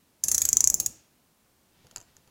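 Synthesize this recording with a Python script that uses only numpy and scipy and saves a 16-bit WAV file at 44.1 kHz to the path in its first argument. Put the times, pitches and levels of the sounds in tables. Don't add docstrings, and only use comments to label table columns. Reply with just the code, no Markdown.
import sys
import numpy as np
from scipy import signal
from scipy.fft import rfft, irfft, next_fast_len
from scipy.io import wavfile

SR = 44100
rng = np.random.default_rng(int(sys.argv[2]) if len(sys.argv) > 2 else 0)


def to_wav(sig):
    pcm = np.clip(np.atleast_2d(sig), -1, 1) * 32767
    pcm = np.round(pcm).astype(np.int16)
    wavfile.write(sys.argv[1], SR, pcm.T)


N = 101429

# t/s, ring level/dB, ring centre/Hz, handle level/dB, blade level/dB,
# sheen level/dB, blade pitch/Hz, rattle against the strike/dB, rattle t60/s
NOTCHES = [(0.2379, -22.5, 6560, -39, -28, -38, 11000.0, 1.5, 0.032),
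           (0.2835, -23.5, 6700, -42, -26.5, -38.5, 10420.0, 7.5, 0.026),
           (0.3159, -21.5, 6580, -41.5, -26, -34.8, 10380.0, 4.5, 0.026),
           (0.346, -21, 6740, -39, -27, -35, 9750.0, 4.5, 0.022),
           (0.3802, -22.5, 6530, -40.5, -28, -33, 11610.0, 2.0, 0.014),
           (0.4182, -20.5, 7010, -39, -28.5, -33, 11650.0, 2, 0.014),
           (0.4527, -22, 6900, -39.5, -30, -33, 11950.0, 4, 0.014),
           (0.4889, -20.5, 6810, -41.5, -30, -35.5, 12270.0, -2.5, 0.012),
           (0.53, -17.5, 6730, -40.5, -29.5, -33.5, 8960.0, -9.5, 0.01),
           (0.5698, -15.5, 6700.0, -37.5, -31.4, -32.5, 9000.0, -15.5, 0.011),
           (0.6063, -18, 6600, -41.5, -29, -38, 8980.0, -10, 0.015),
           (0.642, -17, 6680, -42, -28.5, -39, 8960.0, -7.0, 0.008),
           (0.6742, -16, 6620, -44.5, -29, -34.5, 9930.0, -12.5, 0.011),
           (0.7007, -20.5, 6830, -46, -31.0, -31, 10060.0, -6, 0.0088),
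           (0.7423, -20, 6680, -44, -32, -29.5, 9470.0, -10.5, 0.01),
           (0.8002, -23.5, 6760, -42, -31.5, -29.5, 10380.0, -1.5, 0.016),
           (0.8619, -23, 6940, -43, -33.5, -31.5, 10120.0, 2, 0.01585)]
# f/Hz, level/dB
BRIGHT_RING = [(3500, -52), (4800, -24.5), (5500, -16), (6130, -5.5), (6340, -4.5), (6560, 0.5), (6950, -7),
               (7330, -1.5), (7750, -10.5), (8200, -26), (9800, -54)]
HANDLE_BODY = [(150, -17.5), (500, -9.5), (1100, -9), (2200, -4), (3200, -6), (4000, 0), (4700, 5.5),
               (5400, 2), (7000, -20)]
BLADE_ZING = [(6500, -35), (8200, -0.5), (9200, -3.5), (10500, -0.5), (11800, -0.5), (13000, -11.5),
              (14500, -37.5)]
TOP_SHEEN = [(11000, -36.5), (13000, -4.5), (14300, 0), (15200, 2), (15750, -1.5), (16100, -4),
             (16800, -23)]
HANDLE_RECOIL = [(20, -20.5), (40, -7), (60, 3.5), (110, 0), (200, -10.5), (450, -25), (900, -29.5),
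                 (2000, -42.5)]
RING_TRIM_DB, HANDLE_TRIM_DB, BLADE_TRIM_DB, SHEEN_TRIM_DB = 0.5, 2, -.5, -1.5
BLADE_LOOSE_DB, HANDLE_LOOSE_DB = 7, 15
RING_CENTRE_HZ = 6734
SCRAPE_LEAD_S, SCRAPE_DB, RECOIL_DB = 0.0015, -18, -47.5


def ratchet():
    out = np.zeros(N)
    for s, ring_db, ring_hz, handle_db, blade_db, sheen_db, blade_hz, rattle_db, t60 in NOTCHES:
        scrape = coloured(burst(t60=0.0044), BRIGHT_RING)
        add(out, s - SCRAPE_LEAD_S, amp(ring_db + rattle_db + SCRAPE_DB) * scrape)
        tuned_ring = [(hz * ring_hz / RING_CENTRE_HZ, db) for hz, db in BRIGHT_RING]
        add(out, s, amp(ring_db + RING_TRIM_DB) * coloured(strike(rattle_db, t60), tuned_ring))
        handle_hit = strike(rattle_db + HANDLE_LOOSE_DB, t60)
        add(out, s, amp(handle_db + HANDLE_TRIM_DB) * coloured(handle_hit, HANDLE_BODY))
        blade_hit = strike(rattle_db + BLADE_LOOSE_DB, t60)
        zing = coloured(blade_hit, BLADE_ZING, peak_hz=blade_hz, peak_db=9)
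        add(out, s, amp(blade_db + BLADE_TRIM_DB) * zing)
        add(out, s, amp(sheen_db + SHEEN_TRIM_DB) * coloured(blade_hit, TOP_SHEEN))
        add(out, s, amp(RECOIL_DB) * coloured(burst(t60=0.14), HANDLE_RECOIL))
    return out


# t/s, level/dB
GRIT_FADER = [(.22, -89), (.232, -61.5), (.25, -40), (.27, -43.5), (.31, -40.5), (.42, -40.5), (.5, -49),
              (.7, -56.5), (.86, -60.5), (.9, -93)]


def grinding(grains_per_s=400, spread_db=4.5, blade_db=-9):
    catches = rng.random(N) < grains_per_s / SR
    grains = catches * amp(spread_db * rng.standard_normal(N))
    impulse = np.ones(1)
    grain_ring = coloured(impulse, BRIGHT_RING) + amp(blade_db) * coloured(impulse, BLADE_ZING)
    grit = signal.fftconvolve(grains, grain_ring)[:N]
    return level(GRIT_FADER) * grit / grit.std()


# t/s, ring level/dB, clack level/dB, thud level/dB, rattle t60/s
TOUCHES = [(1.8690, -64, -60, -78, .005), (1.9119, -58.5, -56.5, -65.5, 0.0248),
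           (1.9610, -36.5, -44, -52.5, .005), (1.9652, -54, -55.5, -68, 0.011),
           (1.9710, -56, -48.5, -52, 0.019), (1.9812, -48, -58.5, -56, .006), (2.0030, -56, -60, -67, .012),
           (2.0135, -54.5, -64, -66, 0.0071), (2.0260, -66, -69.5, -81, .008),
           (2.1670, -55.5, -60, -67, 0.013), (2.2760, -69, -66.5, -64.5, .008)]
# f/Hz, level/dB
TOUCH_RING = [(3600, -45), (4500, -20), (5100, -11), (5600, -8), (6400, 3), (7300, 0), (7800, -6),
              (8400, -20), (10000, -48)]
KNIFE_CLACK = [(200, -1), (900, -5), (1250, -2), (1550, 2), (2200, -4.5), (3000, 1.5), (3700, -7.5),
               (4700, 2.5), (8300, -11.5), (10500, -0.5), (13000, -8), (16000, -20)]
BOX_THUD = [(30, 5), (70, -4), (110, 9), (200, -3.5), (500, -1), (1000, -1.5), (1550, -15), (2500, -28),
            (6000, -38.5)]


def laying_down(rattle_db=-4):
    out = np.zeros(N)
    for s, ring_db, clack_db, thud_db, t60 in TOUCHES:
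        add(out, s, amp(ring_db) * coloured(strike(rattle_db, t60), TOUCH_RING))
        add(out, s, amp(clack_db) * coloured(strike(rattle_db + BLADE_LOOSE_DB, t60), KNIFE_CLACK))
        add(out, s, amp(thud_db) * coloured(burst(t60=0.055), BOX_THUD))
    return out


# t/s, level/dB
THUMB_FADER = [(.225, -88.5), (.245, -53.5), (.34, -54), (.48, -56), (.54, -50.5), (.63, -56), (.71, -54),
               (.78, -53), (.87, -55), (.93, -61.5), (1.1, -87)]
GLOVE_FADER = [(1.6, -92.5), (1.78, -66), (1.87, -66), (1.95, -66.5), (2.02, -69.5), (2.055, -76.5),
               (2.085, -65), (2.13, -70), (2.3, -71)]
# t/s, level/dB, t60/s
HAND_BUMPS = [(.531, -42.5, 0.028), (.718, -45.5, 0.085), (1.846, -53.5, 0.087), (1.925, -58.5, 0.074),
              (2.169, -63.5, 0.12)]
# f/Hz, level/dB
THUMB_RUB = [(20, -12), (40, -5.5), (65, -0.5), (130, -5), (250, -3.5), (500, -14.5), (900, -17.5),
             (1500, -43.5)]
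GLOVE_BRUSH = [(40, 0.5), (150, 6.5), (400, -5), (1200, -9), (3500, -8), (6500, -13), (9000, -26),
               (16000, -36)]
BUMP_COLOUR = [(40, -10.5), (130, 4), (250, -4), (380, -10.5), (550, -2), (800, -12), (2000, -40.5),
               (5000, -48.5)]


def hands():
    out = level(THUMB_FADER) * noise(THUMB_RUB) + level(GLOVE_FADER) * noise(GLOVE_BRUSH)
    for s, db, t60 in HAND_BUMPS:
        add(out, s, amp(db) * coloured(burst(t60), BUMP_COLOUR))
    return out


# t/s, level/dB
ROOM_SEND = [(.24, 1.5), (.45, -0.5), (.53, -3), (.69, -2.5), (.8, 1), (.87, -4), (1.9, -6.5)]
# delay/s, level/dB
REFLECTIONS = [(.0052, -26.5), (.0078, -25.5), (0.0125, -22)]
# f/Hz, t60/s
TAIL_DECAY = [(100, 0.39), (700, .45), (2500, 1), (6500, .37), (10000, .29), (15000, .22)]
# f/Hz, level/dB
TAIL_COLOUR = [(100, -6), (600, 5.5), (2500, -1), (5600, -4.5), (7100, -4), (10000, -1.5), (15000, -1.5)]
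BOX_ECHO_S, BOX_ECHO_DB = 0.0022, -14


def room(direct, pieces=40, drift=.04, predelay_s=.004, tail_db=-11, early_db=-10):
    out = direct.copy()
    add(out, BOX_ECHO_S, amp(BOX_ECHO_DB) * direct)
    send = direct * level(ROOM_SEND)
    for piece in np.array_split(np.arange(N), pieces):
        start = piece[0] / SR
        for delay, db in REFLECTIONS:
            add(out, start + delay * (1 + drift * rng.uniform(-1, 1)), amp(db) * send[piece])
        hz, t, spectra = signal.stft(rng.standard_normal(SR // 2), SR, nperseg=256)
        fade = 1000 ** (-t / along(TAIL_DECAY, hz)[:, None])
        colour = amp(along(TAIL_COLOUR, hz))[:, None]
        _, tail = signal.istft(spectra * fade * colour, SR, nperseg=256)
        tail *= amp(tail_db) / np.linalg.norm(tail)
        add(tail, 0, amp(early_db) * burst(t60=0.02))
        add(out, start + predelay_s, signal.fftconvolve(send[piece], tail))
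    return out


# f/Hz, level/dB
ROOM_BED = [(12, -32.5), (25, -13.5), (65, 0), (150, -1), (250, -1), (400, -7), (800, -9.5), (2000, -15.5),
            (6000, -17), (15500, -18), (16100, -26), (16500, -45.5)]


def room_tone(db=-66.5):
    return amp(db) * noise(ROOM_BED)


def strike(rattle_db, t60, rebound_s=.00095, rebound_db=-4.5, scatter=0.29):
    force = amp(rattle_db) * burst(t60)
    force[0] += 1
    rebound_at = int(rebound_s * SR * (1 + scatter * rng.uniform(-1, 1)))
    force[rebound_at] += amp(rebound_db)
    return force


def burst(t60, size=6000):
    y = rng.standard_normal(size) * 1000 ** (-np.arange(size) / SR / t60)
    return y / np.linalg.norm(y)


def coloured(force, colour, peak_hz=1000, peak_db=0, width_hz=450, window_s=.01, size=8192):
    hz = np.fft.rfftfreq(size, 1 / SR)
    resonance_db = peak_db / (1 + (2 * (hz - peak_hz) / width_hz) ** 2)
    cepstrum = irfft(np.log(amp(along(colour, hz) + resonance_db)))
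    cepstrum[1:size // 2] *= 2
    cepstrum[size // 2 + 1:] = 0
    y = irfft(rfft(force, size) * np.exp(rfft(cepstrum)))
    return y / np.sqrt(np.sum(y ** 2) / (window_s * SR))


def noise(colour):
    size = next_fast_len(N + SR // 2)
    gain = amp(along(colour, np.fft.rfftfreq(size, 1 / SR)))
    y = irfft(rfft(rng.standard_normal(size)) * gain, size)[:N]
    return y / y.std()


def amp(db):
    return 10 ** (np.asarray(db) / 20)


def along(curve, hz):
    freqs, values = np.transpose(curve)
    return np.interp(np.log(hz + 1), np.log(freqs + 1), values)


def level(fader):
    return amp(np.interp(np.arange(N) / SR, *np.transpose(fader)))


def add(track, s, sound):
    i = int(round(s * SR))
    part = sound[:len(track) - i]
    track[i:i + len(part)] += part


def scene():
    foley = ratchet() + grinding() + hands() + laying_down()
    return (room(foley) + room_tone())[None]


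def record(dry, top_hz=16700):
    size = next_fast_len(N + SR // 2)
    passband = np.fft.rfftfreq(size, 1 / SR) < top_hz
    return irfft(rfft(dry, size) * passband, size)[:, :N]


dry = scene()
out = record(dry)
to_wav(out)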